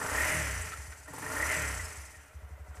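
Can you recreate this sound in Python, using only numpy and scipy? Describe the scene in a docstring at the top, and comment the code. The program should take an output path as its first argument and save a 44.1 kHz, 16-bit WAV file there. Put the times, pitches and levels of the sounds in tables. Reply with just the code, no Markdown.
"""Exhaust of a single-cylinder four-stroke motorcycle: each cycle's gas pulse rings the silencer and pipe.
Place: outdoors. Distance: beside the engine.
Microphone: stereo, engine centred, the treble of knock, intake and hiss wide.
The engine is blipped twice and drops to idle. Under throttle, noise bursts knock the cylinder and gulp at the intake.
Piston and valve contacts shake the crankcase and ring the fins, the cam chain buzzes at the top of each rev,
a hiss pulses with the cycle, slaps ring the cylinder, loose metal clanks, and soft chuffs fill the idle."""
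import sys
import numpy as np
from scipy import signal
from scipy.fft import rfft, irfft, next_fast_len
from scipy.io import wavfile
from scipy.ndimage import uniform_filter1d, map_coordinates

SR = 44100
rng = np.random.default_rng(int(sys.argv[2]) if len(sys.argv) > 2 else 0)


def wav_out(sig):
    """Save sig, one row per channel (or a flat mono array), as 16-bit PCM at SR to the path in sys.argv[1]."""
    wavfile.write(sys.argv[1], SR, np.round(np.clip(np.atleast_2d(sig).T, -1, 1) * 32767).astype(np.int16))


N = 123479
T = np.arange(N) / SR  # s


def from_db(db):
    """Decibels to gain."""
    return 10 ** (np.asarray(db) / 20)


def rms_one(x):
    """Scale to unit rms."""
    return x / np.sqrt(np.mean(x ** 2) + 1e-20)


def even(x):
    """Level the mean over about 90 ms, keeping the single strokes."""
    return x / np.sqrt(uniform_filter1d(x ** 2, size=SR // 11) + 1e-12)


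def curve(rows, s=T, axis=1):
    """One column of a time table, read at times s."""
    rows = np.array(rows)
    return np.interp(s, rows[:, 0], rows[:, axis])


def colour(x, points):
    """Causal (minimum-phase) filter with the given (f/Hz, level/dB) outline."""
    size = next_fast_len(N + SR // 2, True) // 2 * 2
    hz, db = np.transpose(points)
    bins_hz = np.arange(size // 2 + 1) * SR / size
    outline_db = np.interp(np.log(bins_hz + 1), np.log(hz), db)
    cepstrum = irfft(np.log(from_db(outline_db)))
    # folding the cepstrum onto positive time makes the phase minimum
    cepstrum[1:size // 2] *= 2
    cepstrum[size // 2 + 1:] = 0
    response = np.exp(rfft(cepstrum))
    return irfft(rfft(x, size) * response)[:N]


def resonate(x, hz, width):
    """Resonance of this width in Hz, with unit gain at its centre."""
    r = np.exp(-np.pi * width / SR)
    zeros = np.array([1, 0, -1]) * (1 - r * r) / 2
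    poles = [1, -2 * r * np.cos(2 * np.pi * hz / SR), r * r]
    return signal.lfilter(zeros, poles, x + 1e-18)


def body(x, modes):
    """Resonances in parallel."""
    return sum(from_db(db) * resonate(x, hz, width) for hz, width, db in modes)


def clicks(s, db):
    """Impulses at times s."""
    out = np.zeros(N)
    inside = (s >= 0) & (s < T[-1])
    np.add.at(out, (s[inside] * SR).astype(int), from_db(db)[inside])
    return out


def fade(hits, decay_s):
    """Each impulse becomes an exponential decay."""
    return signal.lfilter([1], [1, -np.exp(-1 / (decay_s * SR))], hits + 1e-18)


def burst(hits, rise_s, decay_s):
    """Each impulse becomes a quick swell and an exponential decay."""
    return fade(hits, decay_s) - fade(hits, rise_s)


def flutter(hz):
    """Random movement up to about this rate, spread 1."""
    lowpass = signal.butter(2, hz, fs=SR, output="sos")
    return rms_one(signal.sosfilt(lowpass, rng.standard_normal(N)))


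def grainy_noise(grain_db, grain_hz):
    """White noise whose level flutters quickly."""
    return rms_one(rng.standard_normal(N) * from_db(grain_db * flutter(grain_hz)))


def rough_tone(hz, width_hz):
    """A tone whose phase wanders, which widens its line."""
    wander = np.sqrt(2 * np.pi * abs(width_hz) / SR) * rng.standard_normal(N)
    return np.sin(np.cumsum(2 * np.pi * hz / SR + wander))


def times_at(cycles, share):
    """The moments at which the engine passes this point of its cycle."""
    passes = np.arange(np.floor(cycles[-1]) + 1) + share
    return np.interp(passes, cycles, T, left=-1, right=T[-1])


def orders(cycles, size=1024):
    """One vibration pattern repeated every cycle: a comb of engine orders that glides with the speed."""
    pattern = rng.standard_normal(size)
    return even(map_coordinates(pattern, [cycles % 1 * size], order=3, mode="grid-wrap"))


# engine speed: t/s, rate/(cycles per s)
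ENGINE_SPEED = [(0.0, 28.58), (0.12, 29.61), (0.24, 40.21), (0.33, 41.31), (0.43, 34.67), (0.62, 27.11),
                (0.82, 21.24), (1.08, 15.41), (1.2, 22.18), (1.35, 30.15), (1.51, 42.09), (1.63, 34.52),
                (1.8, 28.66), (2.0, 22.31), (2.25, 17.05), (2.34, 13.6), (2.45, 11.75), (2.6, 11.3),
                (2.8, 11.2)]


def engine_speed(s=T):
    """The two blips and the drop to idle, in cycles per second."""
    return curve(ENGINE_SPEED, s)


# strength of the exhaust pulses: t/s, silencer boom level/dB, pipe bark level/dB
PULSE_STRENGTH = [(0, -23, 1), (.1, -0.5, -7), (.2, -4, -7.5), (.31, -5, 2), (.34, 0, 10), (.46, -4.5, 0.5),
                  (.6, 5.5, -3), (.67, -12, -3), (.73, -10, -20), (1.05, -14.5, -41), (1.09, -18, -2),
                  (1.16, -18, -6), (1.27, -13.5, 0.5), (1.34, -6, -18), (1.42, -7, -26), (1.53, -5, -10),
                  (1.565, -5, 5.5), (1.7, -2, -2), (1.82, 1.5, -2.5), (1.92, -14.5, -16), (2.08, -13, -16),
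                  (2.27, -27, -51)]
# cycles that catch and fire with the throttle shut: t/s, boom level/dB
CATCHES = [(.655, -6.5), (.78, -2.5), (.875, -2.5), (1.97, -3.5), (2.163, -10.5)]
# two silencer chambers in series: f/Hz, width/Hz
SILENCER_CHAMBERS = [(68.5, 11.9), (78, 44)]
# pipe resonances: f/Hz, width/Hz, level/dB
PIPE_MODES = [(108.7, 14, 1.5), (132, 10.6, -4), (153.4, 17.4, 1.5), (177, 16, -14)]
# outlines of the boom and the bark: f/Hz, level/dB
SILENCER_LOSS = [(22, -36), (40, -8), (60, 0), (100, 0.5), (160, 4), (400, -37.5)]
PIPE_LOSS = [(50, -25.5), (100, -0.5), (170, -5.5), (230, -15.5), (400, -10.5), (1500, -47)]
IDLE_FROM_S, IDLE_BOOM_DB, IDLE_BARK_DB = 2.31, -3, -6.5
BOOM_DB, BARK_DB, PULSE_SPREAD_DB = 25.5, 12.5, .4


def exhaust(cycles):
    """One gas pulse a cycle rings the silencer and the pipe; weak on the overrun, firm again at idle."""
    s = times_at(cycles, 0)
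    boom_db = np.where(s > IDLE_FROM_S, IDLE_BOOM_DB, curve(PULSE_STRENGTH, s))
    bark_db = np.where(s > IDLE_FROM_S, IDLE_BARK_DB, curve(PULSE_STRENGTH, s, axis=2))
    for at, db in CATCHES:
        boom_db[np.argmin(abs(s - at))] = db
    uneven_db = PULSE_SPREAD_DB * rng.standard_normal(len(s))
    boom = clicks(s, BOOM_DB + boom_db + uneven_db)
    for hz, width in SILENCER_CHAMBERS:
        boom = resonate(boom, hz, width)
    bark = body(clicks(s, BARK_DB + bark_db + uneven_db), PIPE_MODES)
    return colour(boom, SILENCER_LOSS) + colour(bark, PIPE_LOSS)


# force that follows the throttle: t/s, level/dB
THROTTLE_FORCE = [(0, -6.5), (.17, -1), (.27, -2), (.36, -7), (.6, -36), (1.02, -52), (1.06, -12),
                  (1.14, -5), (1.25, -5.5), (1.38, -1), (1.47, -10), (1.58, -10), (1.8, -43), (2.3, -45),
                  (2.8, -24)]


def throttle_db(s):
    """How hard the engine pulls at times s."""
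    return curve(THROTTLE_FORCE, s)


# knock spectrum: f/Hz, level/dB
KNOCK_COLOUR = [(60, -35), (120, 11), (200, -10), (300, 13), (372, -4.5), (450, 4), (800, 5), (1400, 4.5),
                (2100, -36), (3300, -10), (6000, -9.5), (9500, 0.5), (12500, -3), (14300, -6)]
# hollow ring of the knock: f/Hz, width/Hz, level/dB
AIRBOX_MODES = [(310, 12, -0.5), (617, 20, 13), (896, 74, 10.5), (987, 19, 14)]
KNOCK_LEAD_S = 0.0253  # the knock comes before the exhaust pulse
KNOCK_DB, KNOCK_ORDERS_DB = -37, -1


def knock(cycles):
    """Each combustion under throttle chugs: a short broad burst with a hollow ring."""
    s = times_at(cycles, 0) - KNOCK_LEAD_S
    force = burst(clicks(s, KNOCK_DB + throttle_db(s)), rise_s=.002, decay_s=.015)
    vibration = rng.standard_normal(N) + from_db(KNOCK_ORDERS_DB) * orders(cycles)
    chug = force * rms_one(colour(vibration, KNOCK_COLOUR))
    return chug + body(chug, AIRBOX_MODES)


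# gulp resonances: f/Hz, width/Hz, level/dB
GULP_MODES = [(285, 38, 1), (290, 15, 0), (353, 25, -6.5), (426, 71, -2.5)]
# outlines of the gulp and the spit: f/Hz, level/dB
GULP_BAND = [(100, -11), (250, -3), (500, -1), (1200, -18), (3000, -43)]
SPIT_COLOUR = [(3000, -42), (6500, -14), (9500, -16), (12000, 5), (14200, 4)]
GULP_DB, GULP_DB_PER_RATE = -16.5, -0.6656  # at the lowest speed; dB per (cycle per s) above it
SPIT_DB = -47


def intake(cycles):
    """Each intake stroke through the open carburettor: a hollow gulp that fades with speed, and a thin spit."""
    s = times_at(cycles, 0) - KNOCK_LEAD_S
    opening_db = throttle_db(s)
    above_lowest = engine_speed(s) - engine_speed().min()
    gulp_db = GULP_DB + opening_db + GULP_DB_PER_RATE * above_lowest
    gulp = burst(clicks(s, gulp_db), rise_s=0.002, decay_s=0.033) * rng.standard_normal(N)
    spit = burst(clicks(s, SPIT_DB + opening_db), rise_s=0.002, decay_s=0.012)
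    spit_noise = rms_one(colour(rng.standard_normal(N), SPIT_COLOUR))
    return colour(body(gulp, GULP_MODES), GULP_BAND) + spit * spit_noise


# piston and valve contacts: share of the cycle, level/dB
CONTACTS = [(.08, -9.5), (.3, 0), (0.548, -3.5), (0.779, -4)]
CONTACT_SPREAD_DB, CONTACT_JITTER_S = 1.5, 0.00087


def contacts(cycles, decay_s, chatter_db, orders_db):
    """Piston and valve strokes swell a bed of engine orders and fine chatter, at an even mean level."""
    s = np.concatenate([times_at(cycles, share) for share, _ in CONTACTS])
    db = np.repeat([db for _, db in CONTACTS], len(s) // len(CONTACTS))
    late, hard = rng.standard_normal((len(s), 2)).T
    hits = clicks(s + CONTACT_JITTER_S * late, db + CONTACT_SPREAD_DB * hard)
    strokes = burst(hits, rise_s=.002, decay_s=decay_s)
    vibration = rng.standard_normal(N) + from_db(orders_db) * orders(cycles)
    return even((strokes + from_db(chatter_db)) * vibration)


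# rattle level: t/s, level/dB
RATTLE_LEVEL = [(0, -38.5), (.2, -38), (.32, -38), (.5, -43.5), (.66, -49), (.8, -54.5), (1.04, -59.5),
                (1.17, -51.5), (1.32, -40.5), (1.52, -38), (1.65, -41), (1.85, -49), (2.1, -59),
                (2.3, -61.5), (2.45, -62.5), (2.65, -62.5), (2.8, -56)]
# colour of the cases: f/Hz, level/dB
CASE_COLOUR = [(25, -2), (100, 3.5), (200, -8), (290, 0), (340, -0.5), (372, -25.5), (410, 4.5), (460, 2.5),
               (510, -7), (900, -2.5), (1200, 0), (1550, -1), (2300, -9), (3600, -20), (6000, -63)]
# resonances of the cases: f/Hz, width/Hz, level/dB
CASE_MODES = [(569, 15, 8.5), (619, 19, 14.5), (745, 58, 0.5), (880, 45, 2.5), (1050, 38, -4),
              (1334, 65, 0), (1403, 38, 6.5), (1543, 17, 1)]
RATTLE_DB = 1


def crankcase(cycles):
    """The contacts rattle through the hollow engine cases."""
    drive = colour(contacts(cycles, decay_s=0.0063, chatter_db=-9.5, orders_db=2), CASE_COLOUR)
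    return from_db(RATTLE_DB + curve(RATTLE_LEVEL)) * even(drive + body(drive, CASE_MODES))


# clatter level: t/s, level/dB
CLATTER_LEVEL = [(0, -54.5), (.15, -41.5), (.27, -36), (.42, -40.5), (.62, -46.5), (.85, -57),
                 (1.05, -64.5), (1.2, -53.5), (1.33, -47.5), (1.42, -46.5), (1.52, -37.5), (1.66, -42),
                 (1.85, -51.5), (2.15, -60.5), (2.35, -68.5), (2.62, -74), (2.8, -69)]
# main modes of cylinder and fins: f/Hz, width/Hz, level/dB
FIN_MODES = [(1873, 32, 9.5), (2028, 200, 7), (2524, 126, -1), (2947, 490, 15)]
# outlines of the main modes and of the dense minor modes: f/Hz, level/dB
FIN_BAND = [(900, -23.5), (1600, 6), (2300, 5.5), (2900, -11.5), (3600, -16), (8000, -39.5)]
FIN_SPREAD = [(900, -15), (1600, -20), (2100, -0.5), (2900, -17), (3600, -39), (6000, -12.5)]
CLATTER_DB = 2.5


def top_end(cycles):
    """The contacts ring the cylinder and its fins near 2 kHz."""
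    drive = contacts(cycles, decay_s=0.004, chatter_db=0, orders_db=0)
    ring = colour(body(drive, FIN_MODES), FIN_BAND)
    return from_db(CLATTER_DB + curve(CLATTER_LEVEL)) * even(ring + colour(drive, FIN_SPREAD))


def taps(cycles, ring_s, spread_db, jitter_s):
    """Each contact has a dense ring of its own that comes back every cycle; even mean level."""
    out, age = 0, T[:SR // 20]
    for share, db in CONTACTS:
        s = times_at(cycles, share)
        late, hard = rng.standard_normal((len(s), 2)).T
        ring = rng.standard_normal(len(age)) * np.exp(-age / ring_s)
        hits = clicks(s + jitter_s * late, db + spread_db * hard)
        out = out + signal.fftconvolve(hits, ring)[:N]
    return even(out)


# hiss level: t/s, level/dB
HISS_LEVEL = [(0, -46.5), (.15, -42.5), (.3, -39.5), (.58, -46), (.82, -53), (1.07, -61), (1.17, -52.5),
              (1.3, -48), (1.52, -41), (1.75, -45.5), (2.05, -55), (2.36, -70), (2.64, -74), (2.68, -69),
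              (2.74, -70.5), (2.77, -62), (2.8, -67)]
# hiss spectrum: f/Hz, level/dB
HISS_COLOUR = [(2500, -27), (3800, -4), (4900, 2), (5500, 2.5), (6100, 4.5), (6900, 4), (7900, 3.5),
               (8700, 4), (9600, 2), (11000, -0.5), (12500, -4), (14300, -8.5)]
# resonances of the chain and small steel parts: f/Hz, width/Hz, level/dB
STEEL_MODES = [(5260, 42, -1), (5960, 87, 0.5), (6700, 290, -9.5), (7830, 480, -0.5), (9260, 240, -1.5),
               (10330, 590, -9.5)]
HISS_DB, HISS_SWING_DB, HISS_PHASE = 1.5, 2.2, 0.0085  # phase as a share of the cycle
TICK_DB, STEEL_FLICKER_DB, STEEL_FLICKER_HZ = -8, 4.5, 18


def hiss(cycles):
    """Sizzle of chain and intake air with steely ticks, swelling once a cycle."""
    swing_db = HISS_SWING_DB * np.cos(2 * np.pi * (cycles - HISS_PHASE))
    level = from_db(HISS_DB + curve(HISS_LEVEL) + swing_db)
    ticks = from_db(TICK_DB) * taps(cycles, ring_s=0.011, spread_db=11.5, jitter_s=0.00028)
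    drive = colour(grainy_noise(grain_db=0.5, grain_hz=500) + ticks, HISS_COLOUR)
    rings = 0
    for hz, width, db in STEEL_MODES:
        flicker_db = STEEL_FLICKER_DB * flutter(STEEL_FLICKER_HZ)
        rings = rings + from_db(db + flicker_db) * resonate(drive, hz, width)
    return level * rms_one(drive + rings)


# background air spectrum: f/Hz, level/dB
AIR_COLOUR = [(25, 5), (100, 11), (400, -12), (1300, -1), (3500, -11), (8000, -21), (14000, -10.5)]
AIR_DB = -65


def air():
    """Steady outdoor air noise, strongest in the bass."""
    return from_db(AIR_DB) * rms_one(colour(rng.standard_normal(N), AIR_COLOUR))


# outline of the chain and slap rings: f/Hz, level/dB
RING_BAND = [(700, -43), (1500, -17), (1750, -2), (2150, -0.5), (2500, -18), (3600, -33), (8000, -58)]
CHAIN_HZ, CHAIN_HZ_PER_RATE, CHAIN_WIDTH_HZ = 2015, 16, 110  # at full speed; Hz per (cycle per s)
CHAIN_DB, CHAIN_DB_PER_RATE = -23.5, 1.5  # at full speed; dB per (cycle per s)
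CHAIN_WHIPS_PER_CYCLE, CHAIN_SHARPNESS = 3, 6


def chain(cycles):
    """The cam chain whips its guide: a buzzing ring that climbs and swells toward the top of each rev."""
    below_full = engine_speed() - engine_speed().max()
    whips = abs(np.sin(np.pi * CHAIN_WHIPS_PER_CYCLE * cycles)) ** CHAIN_SHARPNESS
    tone = rough_tone(CHAIN_HZ + CHAIN_HZ_PER_RATE * below_full, CHAIN_WIDTH_HZ)
    level = from_db(CHAIN_DB + CHAIN_DB_PER_RATE * below_full)
    return colour(level * whips * tone, RING_BAND)


# hard piston slaps: t/s, level/dB, f/Hz
SLAPS = [(.013, -30, 1823), (0.084, -29.5, 1878), (0.145, -22.5, 1830), (.177, -20, 1860),
         (0.202, -22, 1876), (1.077, -39.5, 1888), (1.221, -32.5, 1805), (1.26, -29.5, 1850),
         (1.362, -24.5, 1815), (1.398, -23.5, 1870), (1.424, -20, 1870), (1.794, -31, 1960),
         (2.141, -45, 1903)]


def slaps():
    """Each hard piston slap swells and dies as one rough ring of the cylinder."""
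    s, db, hz = np.transpose(SLAPS)
    force = burst(clicks(s, db), rise_s=0.003, decay_s=0.008)
    tone = rough_tone(np.interp(T, s, hz), width_hz=45)
    return colour(2 * force * tone, RING_BAND)


# clanks of loose parts: t/s, level/dB
CLANKS = [(0.669, -27.5), (0.718, -26.5), (0.731, -28.5), (0.922, -30.5), (1.911, -31), (2.742, -42),
          (2.769, -38.5)]
# their resonances: f/Hz, width/Hz, level/dB
CLANK_MODES = [(1352, 46, 7.5), (1510, 60, 3), (1820, 120, 2.5)]
# their outline: f/Hz, level/dB
CLANK_BAND = [(500, -27), (1100, 3.5), (1900, 2.5), (3200, 4)]


def clanks():
    """Brief buzzing knocks of loose metal as the engine slows."""
    s, db = np.transpose(CLANKS)
    force = burst(clicks(s, db), rise_s=0.0014, decay_s=0.0089)
    return colour(body(force * rng.standard_normal(N), CLANK_MODES), CLANK_BAND)


# chuff resonances: f/Hz, width/Hz, level/dB
CHUFF_MODES = [(453, 18, -4), (620, 33, 2), (735, 28, 5), (936, 49, -1.5), (1130, 68, -8.5), (1300, 80, -7),
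               (2005, 110, -2)]
# chuff outline: f/Hz, level/dB
CHUFF_BAND = [(200, -14), (450, 1.5), (2000, -2), (3200, -18), (8000, -40)]
CHUFF_DB, CHUFF_LAG_S = -35.5, 0.051  # lag behind the exhaust pulse


def chuffs(cycles):
    """Rounded, hollow puffs of air between the idle thumps."""
    s = times_at(cycles, 0)
    s = s[s > IDLE_FROM_S] + CHUFF_LAG_S
    flow = burst(clicks(s, np.full(len(s), CHUFF_DB)), rise_s=0.014, decay_s=0.044)
    return colour(body(flow * rng.standard_normal(N), CHUFF_MODES), CHUFF_BAND)


# stereo width of knock, intake and hiss: f/Hz, side minus mid level/dB
TREBLE_WIDTH = [(3200, -70), (3900, -41), (4700, -54), (6000, -14.5), (8500, -4), (12000, -5.5),
                (14500, -9)]


def scene():
    """The engine stands in the middle; knock, intake and hiss have wide treble."""
    cycles = np.cumsum(engine_speed()) / SR
    # two independent draws, one for the middle and one for the sides
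    bright, side = [knock(cycles) + intake(cycles) + hiss(cycles) for _ in range(2)]
    metal = crankcase(cycles) + top_end(cycles) + chain(cycles) + slaps() + clanks()
    mid = exhaust(cycles) + metal + chuffs(cycles) + bright + air()
    side = colour(side, TREBLE_WIDTH)
    return np.array([mid + side, mid - side])


CUTOFF_HZ = 14500


def record(dry):
    """The top is cut steeply."""
    lowpass = signal.ellip(12, .2, 80, CUTOFF_HZ, fs=SR, output="sos")
    return signal.sosfilt(lowpass, dry)


dry = scene()
out = record(dry)
wav_out(out)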